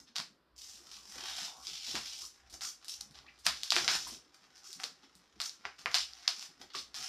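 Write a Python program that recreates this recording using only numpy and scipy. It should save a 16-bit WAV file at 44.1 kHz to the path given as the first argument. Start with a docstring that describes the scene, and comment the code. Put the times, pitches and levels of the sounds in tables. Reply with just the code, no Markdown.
"""A brief rustle and a volley of sharp snaps open the scene, then a long crinkling cut and many short strokes.
A knife cuts packing tape and bubble wrap off a metal frame in a small living room.
Blade and fingers are streams of tiny buckling impulses; tape and bubbles give way as single sharp pulses.
The padded frame adds dull decaying bumps and low rumble; unsteady tones are tape creaks and one ringing knock.
Random reflections with a decaying tail answer the snaps, crinkles, bumps and tones."""
import sys
import numpy as np
from scipy import signal
from scipy.fft import rfft, irfft, next_fast_len
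from scipy.io import wavfile
from scipy.ndimage import uniform_filter1d, map_coordinates

SR = 44100
rng = np.random.default_rng(int(sys.argv[2]) if len(sys.argv) > 2 else 0)


def store_pcm(level_fs):
    """Save levels as 16-bit WAV."""
    pcm = np.round(np.clip(level_fs, -1, 1) * 32767).astype(np.int16)
    wavfile.write(sys.argv[1], SR, np.atleast_2d(pcm).T)


N = 312228


def amp(db):
    """Decibels to linear gain."""
    return 10 ** (np.asarray(db) / 20)


def unit(x):
    """Scale a sound to rms 1."""
    return x / np.sqrt(np.mean(x ** 2) + 1e-20)


def along(points, hz):
    """Read (frequency [Hz], value) points on a log frequency axis."""
    f, v = np.transpose(points)
    return np.interp(np.log(hz + 1), np.log(f + 1), v)


def curves(rows):
    """One value per sample for each column after the time."""
    s, *cols = np.transpose(rows)
    return [np.interp(np.arange(N) / SR, s, c) for c in cols]


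def wobble(rate):
    """A smooth random curve with rate knots a second."""
    knots = rng.standard_normal(int(N * rate / SR) + 4)
    return map_coordinates(knots, [np.arange(N) * rate / SR])


def filtered(x, response):
    """Shape a sound by a gain that depends on frequency."""
    m = next_fast_len(N + SR // 2)
    spectrum = rfft(x, m) * response(np.fft.rfftfreq(m, 1 / SR))
    return irfft(spectrum, m)[..., :N]


def noise(colour):
    """Steady noise of rms 1 with the given colour."""
    return unit(filtered(rng.standard_normal(N), lambda hz: amp(along(colour, hz))))


def pulse(colour, size=1024):
    """The sharpest causal (minimum-phase) pulse whose spectrum in dB is colour(Hz)."""
    gain = amp(colour(np.fft.rfftfreq(size, 1 / SR)))
    cepstrum = irfft(np.log(np.maximum(gain, 1e-6)))
    cepstrum[1:size // 2] *= 2
    cepstrum[size // 2 + 1:] = 0
    return irfft(np.exp(rfft(cepstrum)))


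def add(track, start, sound):
    """Mix a sound into a track from a sample on."""
    part = track[..., start:start + sound.shape[-1]]
    part += sound[..., :part.shape[-1]]


def gesture(start, length, attack, release):
    """The envelope of one move of the hand, times in seconds: rise, hold, fade."""
    t = np.arange(N) / SR - start
    rise = np.clip(t / attack, 0, 1)
    return rise * np.exp(-np.clip((t - length) / release, 0, 30))


def room(room_db, build=0.0013, sparse=0.34, mixing=0.0044, size=20000):
    """A fresh (mid, side) path: direct sound, separate early reflections, then a dense decaying tail."""
    # the living room: (frequency [Hz], decay time t60 [s], colour of the reflections [dB])
    furnished = [(150, 0.27, 3), (686, 0.19, -1), (1940, 0.26, -2.5), (5000, 0.25, -2.5), (8770, 0.26, -1),
                 (13800, 0.21, 2.5)]
    hz, s, z = signal.stft(rng.standard_normal((2, size)), SR, nperseg=256)
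    t60 = along([(f, decay) for f, decay, _ in furnished], hz)[:, None]
    level_db = along([(f, level) for f, _, level in furnished], hz)[:, None]
    tail = signal.istft(z * amp(level_db - 60 * s / t60), SR, nperseg=256)[1][:, :size]
    t = np.arange(size) / SR
    # uneven sample levels make the first reflections stand apart
    separate = np.exp(sparse * np.exp(-t / mixing) * (rng.standard_normal(size) - 1))
    tail *= (1 - np.exp(-t / build)) * separate
    tail *= amp(room_db) / np.linalg.norm(tail[0])  # reflections over the direct sound
    tail[0, 0] += 1  # direct sound
    return tail


def in_room(dry, room_db, size=8192):
    """A long sound in the room, scaled for equal power; the hands move, so the reflections keep changing."""
    out = np.zeros((2, N))
    for start in range(0, N, size):
        add(out, start, signal.fftconvolve(dry[None, start:start + size], room(room_db), axes=1))
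    return out / np.sqrt(1 + amp(room_db) ** 2)


def quiet_room(floor_db=-75):
    """A steady coloured noise floor lies under everything."""
    # colour of the quiet room: (frequency [Hz], level per Hz [dB])
    floor = [(20, -25.5), (60, 8.5), (100, -7), (300, 7.5), (560, 2.5), (800, -9), (1000, 6), (1500, 1.5),
             (2500, -7), (5000, -6), (7000, -38), (14000, -31)]
    return amp(floor_db) * noise(floor)


def frame(rest_db=-79, fidget_db=3, push_rumble_db=-16, rocking_gain_db=-1, lurch_db=3):
    """The wrapped frame shuffles faintly under resting hands; each push shuffles it harder and adds rumble."""
    # hands leaning on the padded frame: (start [s], length [s], level [dB])
    pushes = [(0.187, 0.06, -69.5), (0.847, 0.036, -71), (1.152, 0.046, -59), (1.36, 0.12, -77),
              (1.687, 0.031, -72), (1.871, 0.073, -62.5), (1.939, 0.01, -46.5), (2.52, 0.045, -66),
              (3.46, 0.072, -65), (3.737, 0.18, -54.5), (4.046, 0.12, -64.5), (4.837, 0.047, -67),
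              (5.844, 0.059, -63), (6.599, 0.023, -59), (6.748, 0.043, -62.5), (6.975, 0.039, -66)]
    # low rumble as the frame is pushed about: (time [s], level before the rocking gain [dB])
    rocking = [(0.0, -73), (0.15, -84), (0.45, -97), (0.55, -71), (0.8, -75.5), (1.3, -71), (1.45, -84),
               (1.7, -71), (2.0, -70), (2.1, -76.5), (2.55, -68), (2.7, -89), (3.14, -69), (3.3, -82),
               (3.5, -66.5), (3.62, -81.5), (4.12, -69.5), (4.3, -88), (5.2, -86), (5.4, -71), (5.65, -97),
               (5.92, -67), (6.4, -92), (6.86, -68), (7.08, -86)]
    # colour of the padding's shuffle: (frequency [Hz], level per Hz [dB])
    shuffle_colour = [(60, -24), (110, -19.5), (135, -1.5), (165, -11), (300, -4.5), (420, -9.5),
                      (700, -11.5), (2000, -34)]
    # colour of the frame's rumble: (frequency [Hz], level per Hz [dB])
    rumble_colour = [(20, -18.5), (42, -10), (53, -1), (61, 12), (72, 1.5), (95, -6), (130, -12.5),
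                     (400, -58)]
    attack_s, release_s = 0.0062, 0.035
    power = sum((amp(db) * gesture(s, length, attack_s, release_s)) ** 2 for s, length, db in pushes)
    push = np.sqrt(power)
    shuffle = np.hypot(push, amp(rest_db + fidget_db * wobble(9.7)))
    rock = amp(curves(rocking)[0] + rocking_gain_db + lurch_db * wobble(9.7))
    rumble = np.hypot(amp(push_rumble_db) * push, rock)
    return shuffle * noise(shuffle_colour) + rumble * noise(rumble_colour)


def effort():
    """Hand work as gains of scrape, lower crinkle, upper crinkle and fizz; tighter film crinkles higher."""
    # the long cut along the tube: (time [s], crinkle [dB], scrape over it [dB], tautness [dB])
    cut = [(0.553, -69, 1, 12.5), (0.6, -58.5, -17, 3.5), (0.685, -63, -6, 7), (0.742, -57.5, -14, 2.5),
           (0.812, -73, 2.5, 7), (0.93, -52, -10.5, -1), (1.02, -68, -4.5, 4.5), (1.11, -62, 0, 8),
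           (1.2, -48.5, -2, -4.5), (1.45, -48, -8, 0), (1.53, -71, -4, 4.5), (1.615, -72, -5, 10),
           (1.665, -45.5, -13, -2.5), (1.79, -48, -19, -8), (1.9, -44, -14, -2), (1.97, -46, -6, -4),
           (2.03, -51.5, -8, -1), (2.12, -47, -16.5, -5), (2.25, -60, -8, 9), (2.31, -73, -1, 6),
           (2.44, -79, 11, -2)]
    # short strokes on the wrap: (start [s], length [s], crinkle [dB], scrape over it [dB], tautness [dB])
    strokes = [(-0.02, 0.024, -66, 2, 12.5), (0.054, 0.037, -63, -9, -10), (0.144, 0.053, -52.5, 0.5, -1),
               (2.508, 0.037, -65, 4, 15.5), (2.608, 0.088, -56.5, -3, 13.5),
               (2.799, 0.064, -66.5, -1.5, -3), (2.872, 0.073, -52.5, -25, 4.5),
               (2.995, 0.019, -56.5, -2, 10.5), (3.13, 0.061, -60, -2, -4.5), (3.244, 0.06, -63, -7, -20),
               (3.433, 0.035, -51.5, -7, 5), (3.522, 0.18, -52, -12, -2.5), (3.736, 0.12, -44, -2, 0),
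               (3.881, 0.08, -39, -3, 0), (3.97, 0.18, -53.5, -12, 3.5), (4.329, 0.019, -65.5, 6, 8.5),
               (4.417, 0.026, -68.5, 3, -3), (4.546, 0.055, -65.5, -1.5, 5.5), (4.628, 0.13, -63, -8, 9),
               (4.784, 0.077, -56.5, 6.5, 6), (5.022, 0.019, -56.5, -2.5, -8), (5.386, 0.015, -59, -5, 1),
               (5.424, 0.04, -52, -7.5, 7), (5.524, 0.026, -60, -3, 0.5), (5.638, 0.022, -55, 11, -9),
               (5.77, 0.045, -59.5, 0.5, 1), (5.895, 0.045, -49, -3, -3), (5.955, 0.067, -38.5, -27, -6.5),
               (6.066, 0.32, -63, -3, -0.5), (6.288, 0.17, -56.5, -9.5, 3.5),
               (6.589, 0.035, -55, -2.5, -3.5), (6.677, 0.08, -59, -4.5, -14), (6.727, 0.065, -45, -18, -4),
               (6.935, 0.23, -51.5, -4, 3)]
    attack_s, release_s = 0.02, 0.0045  # the grip builds, then lets go
    cut_fizz_db, stroke_fizz_db = -7, -9.5  # fizz relative to the upper crinkle
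    slip_db, slip_rate = 1.92, 30  # the blade advances unevenly: depth, knots a second
    cut_start, cut_end = cut[0][0], cut[-1][0]
    moves = [(cut_start, cut_end - cut_start, *curves(cut), cut_fizz_db)]
    # after the long cut the wrap ticks faintly under the resting hands
    moves.append((cut_end, N / SR, -75, 3, -1, -10))
    moves += [(*row, stroke_fizz_db) for row in strokes]
    power = np.zeros((4, N))
    for start, length, db, scrape_db, taut_db, fizz_db in moves:
        level = amp(db) * gesture(start, length, attack_s, release_s)
        for k, band_db in enumerate([scrape_db, 0, taut_db, taut_db + fizz_db]):
            power[k] += (level * amp(band_db)) ** 2
    return np.sqrt(power) * amp(slip_db * wobble(slip_rate))


def buckles(rate, spread_db, clump_db, size=1400):
    """Tiny uneven impulses clump as film sticks and slips; the steady pull evens out longer spans."""
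    happens = rng.random(N) < rate / SR
    size_db = spread_db * np.minimum(rng.standard_normal(N), 2.6)
    train = happens * rng.choice([-1, 1], N) * amp(size_db + clump_db * wobble(200))
    local_power = np.abs(uniform_filter1d(train ** 2, size))
    return train / np.sqrt(local_power + 1e-9)


def crinkle(scrape_hz=2800, taut_hz=4600, fizz_hz=7000, room_db=3):
    """Buckles ring through the film's colour; pressure brings out scrape, taut film upper crinkle and fizz."""
    # colour of the small buckles under the blade: (frequency [Hz], level per Hz [dB])
    rustle = [(100, -17), (330, -13.5), (570, -17), (760, 4.5), (950, -5), (1320, 2), (1800, -0.5),
              (2700, -4), (4300, -4), (5250, 2.5), (6100, -2.5), (7200, -8.5), (9000, -15), (14000, -24)]
    scrape, lower, upper, fizz = effort()
    train = buckles(rate=2300, spread_db=6, clump_db=5)
    fine = signal.fftconvolve(train, pulse(lambda hz: along(rustle, hz)))[:N]

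    def below(hz, edge):
        return 1 / (1 + (hz / edge) ** 8)

    def band(lo, hi):
        return unit(filtered(fine, lambda hz: below(hz, hi) - below(hz, lo)))

    dry = scrape * band(1, scrape_hz)
    dry += lower * band(scrape_hz, taut_hz)
    dry += upper * band(taut_hz, fizz_hz)
    dry += fizz * band(fizz_hz, SR)
    return in_room(dry, room_db)


def fidgets(count=60, level_db=-60.5, spread_db=6, centre_hz=250, octaves=0.63):
    """Small finger bumps at random moments: (time [s], level before the bump gain [dB], pitch [Hz])."""
    rows = []
    for when, force, place in rng.random((count, 3)):
        db = level_db + spread_db * (2 * force - 1)
        hz = centre_hz * 2 ** (octaves * (2 * place - 1))
        rows.append((when * N / SR, db, hz))
    return rows


def bumps(t60=0.082, attack=0.0026, gain_db=-1, overtone=1.3, overtone_db=-7):
    """Padding softens each firm bump or small fidget and damps the frame's two partials quickly."""
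    # knuckles and knife handle on the padded frame: (time [s], level before the gain [dB], pitch [Hz])
    firm = [(0.193, -44.5, 172), (0.306, -58, 204), (1.226, -48, 364), (1.42, -48.5, 199),
            (1.714, -54, 152), (1.954, -38.5, 225), (3.101, -57, 147), (3.463, -45, 186),
            (3.764, -32.5, 354), (4.122, -48, 238), (4.841, -46, 465), (5.035, -52, 272),
            (5.656, -49.5, 415), (5.858, -43, 490), (6.749, -44, 392)]
    dry = np.zeros(N)
    t = np.arange(SR // 4) / SR
    for s, db, hz in firm + fidgets():
        ring = np.sin(2 * np.pi * hz * t)
        ring += amp(overtone_db) * np.sin(2 * np.pi * hz * overtone * t)
        decay = amp(db + gain_db - 60 * t / t60)
        add(dry, round(s * SR), decay * (1 - np.exp(-t / attack)) * ring)
    return in_room(dry, room_db=-6)


def snaps(gain_db=8.5, flutter_db=-8, flutter_s=0.00016):
    """Film giving way is a sharp pulse; a larger patch has more knock and body, a cleaner break more edge."""
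    # tape and bubbles giving way:
    # (time [s], level before the gain [dB], body [dB], edge [dB], reflections over direct sound [dB])
    breaks = [(0.158, -13.5, -7, -7, 7.5), (0.1642, -10, -5, 1, -1), (0.1837, -9, -8, -6, -5),
              (0.201, -13.5, 1.5, -1, -1.5), (1.4482, -21.5, -4, -2, 7), (1.9539, -13, 2.5, -2, 9),
              (2.499, -37.5, -8, 8, 12), (2.5272, -36.5, -5, 11, 11), (2.6093, -23.5, 0.5, 3, 9.5),
              (2.6197, -25, 3, 7, -1), (2.6495, -23.5, 4, -10, -6), (2.8461, -27.5, -8, 9, 3.5),
              (2.8831, -21.5, -7.5, 12, 4.5), (3.011, -15.5, -23, 8.5, -9.5), (3.1105, -37.5, -16, 7, 4),
              (3.189, -28, -3, -13, 0), (3.389, -42, -23, 8.5, 13.5), (3.4542, -29.5, 0, 9, 19),
              (3.4654, -17.5, 13.5, 25.5, -10), (3.4666, -1, 2, -1.5, 4), (3.634, -9, -9, 2.5, 0.5),
              (3.7053, 1.5, -17, -3.5, -0.5), (3.7214, -3, 3, -2, 3), (3.7583, -6.5, -15, -1, 4),
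              (3.765, -3, 5.5, -3, 4), (3.879, -2.5, 2.5, -7, 7), (4.0736, -30, 3.5, 17.5, 9.5),
              (4.73, -20, -23, 8, -3), (4.8005, -27.5, 8.5, 11, -7), (4.836, -15.5, 4.5, 3, -6),
              (4.8401, -9, -9, -3, 0), (5.1533, -36.5, -18, 13, 2), (5.4023, -13, 1, 0, 7),
              (5.4161, -8, -36, 1.5, -1.5), (5.4952, -19, -22, -4, -6), (5.6531, -19.5, 13, -14, -0.5),
              (5.859, -16.5, 17, -3.5, 3), (5.9439, -1.5, -1.5, -2.5, 8), (6.1349, -23.5, -18, -10, -14),
              (6.1771, -35.5, -3, -19, 8), (6.2774, -6.5, -7, -10, 2), (6.2792, -0.5, -3, -5, 0.5),
              (6.3954, -21.5, -5, 0, -17), (6.4266, -21, -1, 2, 4.5), (6.751, -16, 1, -7, 5.5),
              (6.7879, -14, -20, -26, -2), (6.9439, -20, -2.5, 0, 7)]
    # colour of a snap of the film: (frequency [Hz], level per Hz [dB])
    film = [(100, -38.5), (300, -28.5), (540, -26.5), (690, -7), (850, -11.5), (1050, -5), (1600, -6),
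            (2600, -5.5), (3800, -2), (5000, 2), (5900, -6.5), (7000, -11), (9000, -18.5), (14000, -30)]
    out = np.zeros((2, N))
    t = np.arange(SR // 200) / SR
    for s, db, body_db, edge_db, room_db in breaks:
        knock = [(700, body_db), (1300, body_db), (2200, 1.13 * body_db)]
        tint = knock + [(3800, 0), (5800, 0.0022), (8500, edge_db)]
        crack = pulse(lambda hz: along(film, hz) + along(tint, hz))
        # nearby folds scatter the pulse for about a millisecond
        flutter = rng.standard_normal(len(t)) * t * np.exp(-t / flutter_s)
        path = room(room_db)
        add(path[0], 0, amp(flutter_db) * flutter / np.linalg.norm(flutter))
        add(out, round(s * SR), amp(db + gain_db) * signal.fftconvolve(crack[None], path, axes=1))
    return out


def creaks_and_knock(room_db=1):
    """Short gliding tones of unsteady pitch and level: tape sticking and slipping, and one ringing knock."""
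    # tape creaks against the blade, and one short ringing knock at 6.742 s:
    # (start [s], length [s], first pitch [Hz], last pitch [Hz], level [dB])
    tones = [(1.25, 0.36, 808, 769.4, -59.5), (1.433, 0.15, 1000, 889, -61), (1.48, 0.206, 1090, 1168, -61),
             (0.84, 0.23, 1144, 1114, -66.5), (1.17, 0.36, 3480, 3560, -50.5),
             (2.198, 0.07, 1306, 1220, -62.5), (2.615, 0.049, 1347, 1225, -52.5),
             (3.241, 0.053, 1150, 1496, -63), (3.262, 0.041, 2110, 2255, -55),
             (4.066, 0.018, 1100, 1160, -46), (4.638, 0.033, 1253, 1290, -60.5),
             (6.236, 0.042, 1940, 2220, -55), (6.742, 0.014, 1137, 1130, -40.5)]
    dry = np.zeros(N)
    unsteady = 1 + .12 * wobble(500) + .05 * wobble(40)  # pitch factor
    flutter = amp(5 * wobble(220) + 2 * wobble(30))  # uneven level
    for s, length, first_hz, last_hz, db in tones:
        start = round(s * SR)
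        u = np.linspace(0, 1, max(round(length * SR), 2))
        span = slice(start, start + len(u))
        hz = (first_hz + (last_hz - first_hz) * u) * unsteady[span]
        phase = 2 * np.pi * np.cumsum(hz) / SR
        swell = np.sqrt(2 * np.abs(np.sin(np.pi * u)))
        add(dry, start, amp(db) * swell * unit(flutter[span]) * np.sin(phase))
    return in_room(dry, room_db)


def scene():
    """Everything sits in the middle; mainly the treble of the reflections spreads sideways."""
    # stereo width of the reflections: (frequency [Hz], side over mid [dB])
    width = [(2900, -71.5), (3600, -67), (4500, -44.5), (6000, -8.5), (9000, -3.5), (14000, -4)]
    mid, side = crinkle() + bumps() + snaps() + creaks_and_knock()
    mid = mid + quiet_room() + frame()
    side = filtered(side, lambda hz: amp(along(width, hz)))
    return np.array([mid + side, mid - side])


def record(dry, top_hz=14400):
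    """A very steep low-pass ends the treble at the band limit."""
    return filtered(dry, lambda hz: 1 / np.sqrt(1 + (hz / top_hz) ** 260))


dry = scene()
out = record(dry)
store_pcm(out)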